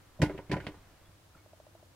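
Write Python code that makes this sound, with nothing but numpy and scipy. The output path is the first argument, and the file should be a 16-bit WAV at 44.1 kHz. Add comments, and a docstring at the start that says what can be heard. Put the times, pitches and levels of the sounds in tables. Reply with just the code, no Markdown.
"""Inside a parked car, a loaded plastic glove box is worked loose from the dashboard and lowered.
The bin scuffs and thuds, its panels ring, its edges clack past their stops and its contents rattle.
Rubbed plastic squeaks faintly; then comes a run of soft, hollow ticks.
The small padded cabin answers the knocks and clacks briefly, over a faint hum and hiss."""
import sys
import numpy as np
from scipy import signal
from scipy.fft import rfft, irfft, next_fast_len
from scipy.io import wavfile
from scipy.ndimage import map_coordinates

SR = 44100
rng = np.random.default_rng(int(sys.argv[2]) if len(sys.argv) > 2 else 0)


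def transcribe(u):
    """Save the signal u as a 16-bit wav file named by the first command-line argument.

    u: samples, shape (n,) or (channels, n), limited to [-1, 1]; the rate is SR.
    q: integer samples, one column per channel.
    """
    v = np.clip(np.atleast_2d(u).T, -1, 1)
    q = np.round(v * 32767).astype(np.int16)
    wavfile.write(sys.argv[1], SR, q)


N = 85995
T = np.arange(SR // 2) / SR  # the half second that one hit lasts

# The colour of the plastic's dense upper modes. Each row: frequency in Hz, relative level in dB.
PLASTIC_COLOUR = [(200, 11), (600, 7.5), (950, 4.5), (1150, -5.5), (1900, 5.5), (2500, 0), (2950, -0.5),
                  (3500, -8), (4700, -9), (5800, -16.5), (7000, -19.5), (11000, -25.5), (15500, -41)]
# The stereo image, wider in the treble. Each row: frequency in Hz, left-right likeness from 0 to 1.
STEREO_LIKENESS = [(300, 0.95), (1000, 0.97), (2000, 0.84), (4000, 0.21), (10000, 0.095)]


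def amp(db):
    """Decibels to gain."""
    return 10 ** (np.asarray(db) / 20)


def unit(x):
    """Scale to rms 1."""
    return x / np.sqrt(np.mean(x ** 2) + 1e-20)


def along(points, hz):
    """Read (Hz, value) points on a log axis."""
    freqs, values = np.transpose(points)
    return np.interp(np.log(hz + 1), np.log(freqs + 1), values)


def filtered(x, response):
    """Multiply the spectrum by a function of frequency."""
    n = x.shape[-1]
    size = next_fast_len(2 * n)
    return irfft(rfft(x, size) * response(np.fft.rfftfreq(size, 1 / SR)), size)[..., :n]


def noise(n, colour_db, likeness=STEREO_LIKENESS):
    """Stereo noise of rms 1 with a colour and a left-right likeness."""
    def mid_side_gains(hz):
        angle = np.arccos(np.clip(along(likeness, hz), 0, 1)) / 2
        return amp(colour_db(hz)) * [np.cos(angle), np.sin(angle)]
    mid, side = filtered(rng.standard_normal((2, n)), mid_side_gains)
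    return unit(np.array([mid + side, mid - side]))


def wobble(rate):
    """A smooth random curve, rate knots a second."""
    knots = rng.standard_normal(int(N * rate / SR) + 4)
    return map_coordinates(knots, [np.arange(N) * rate / SR])


def fade(t, t60):
    """Exponential decay, 60 dB down after t60 seconds."""
    return np.exp(-np.log(1000) * t / t60)


def damped(x, decays):
    """Let each frequency die at its own speed."""
    hz, t, spectrum = signal.stft(x, SR, nperseg=128)
    spectrum = spectrum * fade(t, along(decays, hz)[:, None])
    return signal.istft(spectrum, SR, nperseg=128)[1][:, :len(T)]


def ring(modes, scatter_db=1):
    """Damped modes, struck a little differently each time."""
    return sum(amp(db + scatter_db * rng.standard_normal()) * fade(T, t60) * np.sin(2 * np.pi * hz * T)
               for hz, db, t60 in modes)


def bell_curve(hz, centre_hz, octaves):
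    """A peak of height 1 on a log frequency axis."""
    return np.exp(-(np.log2(hz / centre_hz) / octaves) ** 2)


def favoured(modes, spot_hz, boost_db=8):
    """Boost the modes nearest the struck spot's resonance."""
    return [(hz, db + boost_db * bell_curve(hz, spot_hz, octaves=.16), t60) for hz, db, t60 in modes]


def add(out, start_s, x):
    """Mix x in from start_s."""
    i = round(start_s * SR)
    out[:, i:i + len(T)] += x[..., :N - i]


def pan(db):
    """Stereo gains: positive leans left, negative right."""
    return amp([[db], [-db]])


def background():
    """A bed of faint hiss and a low hum that wanders in pitch."""
    # The hiss's colour. Each row: frequency in Hz, relative level in dB.
    colour = [(15, -53), (25, -15.5), (91, -4), (119, -12), (193, -14), (227, -19.5), (331, -12),
              (389, -22.5), (469, -17.5), (1380, -22), (2300, -27), (3440, -27), (15500, -35.5)]
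    # Its stereo image. Each row: frequency in Hz, left-right likeness from 0 to 1.
    likeness = [(100, 0.9), (500, 0.52), (1500, 0.2), (4000, 0.017), (12000, 0.045)]
    hum_hz = 97.7 + 5.78 * wobble(25)
    hum = unit(np.sin(2 * np.pi * np.cumsum(hum_hz) / SR))
    hiss = noise(N, lambda hz: along(colour, hz), likeness)
    return amp(-61.5) * hiss + amp(-67.5) * hum


def rubbing():
    """The bin scuffs softly on its way down, and the rubbed plastic gives faint, wavering squeaks."""
    # The swells of the scuff. Each row: time in seconds, level in dB.
    swells = [(.17, -65), (.3, -51), (.46, -64), (.62, -54), (.8, -62), (1.1, -66.5), (1.31, -88),
              (1.37, -60), (1.45, -92)]
    # Its colour. Each row: frequency in Hz, relative level in dB.
    colour = [(40, 10.5), (170, -2.5), (400, -4.5), (1000, -5), (2000, -8.5), (5000, -21.5), (12000, -31)]
    # Each row: a squeak's centre in seconds, level in dB, pitch in Hz, length in seconds, rise in Hz/s.
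    squeaks = [(1.062, -71, 3400, 0.022, 0), (1.352, -56.5, 1370, 0.0068, 4002),
               (1.388, -74, 1400, 0.043, 4999.5), (1.393, -72.5, 2190, 0.047, 1)]
    t = np.arange(N) / SR
    out = amp(np.interp(t, *np.transpose(swells))) * noise(N, lambda hz: along(colour, hz))
    for centre, db, pitch_hz, length, rise in squeaks:
        glide_hz = pitch_hz + rise * (t - centre) + 25 * wobble(300)
        tone = unit(np.sin(2 * np.pi * np.cumsum(glide_hz) / SR))
        out += amp(db) * tone * np.exp(-(2 * (t - centre) / length) ** 2)
    return out


def bin_knocks(thud_attack_s=.0014, panel_attack_s=.0031):
    """The heavy bin thuds against the dashboard; which panel mode speaks depends on where it is hit."""
    # Each row: a knock's start in seconds, thud in dB, panel ring in dB, struck spot's resonance in Hz.
    hits = [(0.191, -44.5, -42, 580), (0.199, -23, -34.5, 303), (0.217, -19, -22, 292),
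            (0.2247, -25.5, -23, 560), (.231, -19.5, -24, 305), (0.2356, -53, -33, 597),
            (0.267, -25, -60, 303), (.298, -38, -31, 365), (.344, -40, -37, 370),
            (0.387, -44.5, -39.5, 605), (0.497, -27.5, -34, 315), (.517, -27.5, -28, 405),
            (.524, -46, -28, 970), (.533, -19, -35.5, 406), (.538, -51, -31.5, 950),
            (.557, -28.5, -33.5, 383), (.566, -30, -33.5, 606), (0.586, -40, -43, 398),
            (0.641, -52, -46, 303), (0.669, -45, -39, 447), (.684, -33.5, -37, 303),
            (0.773, -47.5, -65, 309), (1.091, -55, -64.5, 303), (1.352, -52.5, -58.5, 303)]
    # The low modes of the whole bin. Each row: frequency in Hz, level in dB, t60 in seconds.
    bin_modes = [(58.8, -22, 0.6), (95, -13, 0.079), (148.6, -1.5, 0.057), (165.5, -9, 0.079)]
    # The modes of its thin panels. Each row: frequency in Hz, level in dB, t60 in seconds.
    panel_modes = [(305, -5, .11), (388, -5, .08), (435, -9, .05), (552, -4, .06), (605, -8, .06),
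                   (729, -14, .05), (895, -14, .05), (995, -12, .06)]
    out = np.zeros((2, N))
    for start, thud_db, panel_db, spot_hz in hits:
        thud = ring(bin_modes) * (1 - np.exp(-T / thud_attack_s))
        panel = ring(favoured(panel_modes, spot_hz)) * (1 - np.exp(-T / panel_attack_s))
        add(out, start, amp(thud_db) * thud + amp(panel_db) * panel)
    return out * pan(-.05)


def plastic_clacks(contact_s=.00015):
    """Hard contacts: a short crack, a wash of dense plastic modes and the ring of the stiff rim."""
    # Each row: a clack's start in seconds, level in dB, brightness in dB per octave,
    # struck spot's resonance in Hz, crack in dB relative to the wash.
    hits = [(0.2176, -27, 3, 5200, -8), (.2215, -25, -9, 1950, -8.5), (.232, -25.5, -1, 920, -24),
            (.258, -40, 0.5, 2180, -11), (0.296, -38, -7.5, 1640, -11), (.306, -46, -7, 1310, -3),
            (0.377, -42, -2.5, 2470, -13), (.389, -40.5, -15, 646, -9), (0.496, -47.5, 1.5, 2140, -15),
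            (0.513, -33.5, -3.5, 2920, -15), (0.5162, -30.5, 0.5, 4500, -3), (0.528, -34.5, 0.5, 960, -11),
            (.539, -31.5, -6, 1030, -13), (.564, -35, -2.5, 1840, -23), (.602, -40, -3, 1610, -9),
            (.615, -61, -6, 1890, -9), (0.645, -56, 5.5, 2600, -18), (0.6675, -34.5, -1, 3500, 1.5),
            (.742, -49, -21, 1030, -15)]
    # The rim's modes. Each row: frequency in Hz, relative level in dB, t60 in seconds.
    rim_modes = [(1461, -8, 0.14), (1603, -7.5, 0.076), (1856, -8.5, 0.1), (2143, -6.5, 0.065),
                 (2424, -15.5, 0.048)]
    # The decay of the wash. Each row: frequency in Hz, t60 in seconds.
    decays = [(500, 0.061), (2000, 0.068), (5000, 0.094), (12000, 0.15)]
    out = np.zeros((2, N))
    for start, db, brightness, spot_hz, crack_db in hits:
        tilt_db = lambda hz: brightness * np.log2(np.maximum(hz, 1000) / 2000)
        spot_db = lambda hz: 5 * bell_curve(hz + 1, spot_hz, octaves=.48)
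        grain = noise(len(T), lambda hz: along(PLASTIC_COLOUR, hz) + tilt_db(hz) + spot_db(hz))
        wash = damped(grain, decays)
        crack = amp(crack_db) * grain * fade(T, t60=.008)
        rim = sum(amp(mode_db) * fade(T, t60) * np.sin(2 * np.pi * (hz * T + rng.random()))
                  for hz, mode_db, t60 in favoured(rim_modes, spot_hz))
        onset = 1 - np.exp(-T * amp(crack_db) / contact_s)  # softer contacts crack less and rise slower
        add(out, start, amp(db) * (wash + crack + amp(-8) * rim) * onset)
    return out * pan(-1.2)


def cabin(x):
    """The short, dull answer of the car's padded interior."""
    # The tail's colour. Each row: frequency in Hz, gain in dB.
    colour = [(50, -5), (150, -6), (240, -9), (400, -2), (1000, 0.4), (3000, -4), (10000, -8)]
    # Its decay. Each row: frequency in Hz, t60 in seconds.
    decays = [(60, 0.62), (250, 0.38), (1000, 0.21), (8000, 0.16)]
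    white = noise(len(T), np.zeros_like)
    tail = damped(white, decays) * (1 - np.exp(-T / .0012))
    tail = filtered(tail / np.linalg.norm(tail[0]), lambda hz: amp(along(colour, hz)))
    return signal.fftconvolve(x, tail, axes=1)[:, :N]


def stop_bumps():
    """The bin lands on its stops: each time one low swing of pressure that hardly rings."""
    # Each row: a landing's centre in seconds, level in dB, pitch in Hz.
    landings = [(0.2319, -15.5, 122), (0.5325, -32.5, 163)]
    t = np.arange(N) / SR
    out = np.zeros(N)
    for centre, db, hz in landings:
        offset_squared = (np.pi * hz * (t - centre)) ** 2
        out += amp(db) * (1 - 2 * offset_squared) * np.exp(-offset_squared)
    return out * pan(-.05)


def hollow_ticks(attack_s=.0003, roughness_rad=.3):
    """Small rounded ticks: one slightly rough, hollow resonance and a faint snap."""
    # Each row: a tick's start in seconds, level in dB, pitch in Hz.
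    ticks = [(1.4611, -47.5, 610), (1.5332, -43, 633), (1.6007, -43.5, 620), (1.667, -45.5, 615),
             (1.7513, -45.5, 645), (1.798, -56, 744), (1.8282, -48, 608)]
    out = np.zeros((2, N))
    for start, db, pitch_hz in ticks:
        snap = noise(len(T), lambda hz: along(PLASTIC_COLOUR, hz)) * fade(T, t60=.014)
        jitter = roughness_rad * wobble(pitch_hz)[:len(T)]
        envelope = fade(T, t60=.036) * (1 - np.exp(-T / attack_s))
        hollow = np.sin(2 * np.pi * pitch_hz * T + jitter) * envelope
        add(out, start, amp(db) * (hollow + amp(-17) * snap))
    return out


def scene(low_cut_hz=62, left_lead_s=.00003):
    """The glove box in the cabin: its hits radiate little deep bass and reach the left a touch earlier."""
    contacts = plastic_clacks() + bin_knocks()
    box = contacts + stop_bumps() + amp(-10) * cabin(contacts)
    box = signal.sosfilt(signal.butter(2, low_cut_hz, "high", fs=SR, output="sos"), box)
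    box = filtered(box, lambda hz: np.exp(1j * np.pi * hz * left_lead_s * np.array([[1], [-1]])))
    return box + hollow_ticks() + rubbing() + background()


def record(dry):
    """A sheer cut takes off the very top of the treble."""
    return filtered(dry, lambda hz: hz < 15800)


dry = scene()
out = record(dry)
transcribe(out)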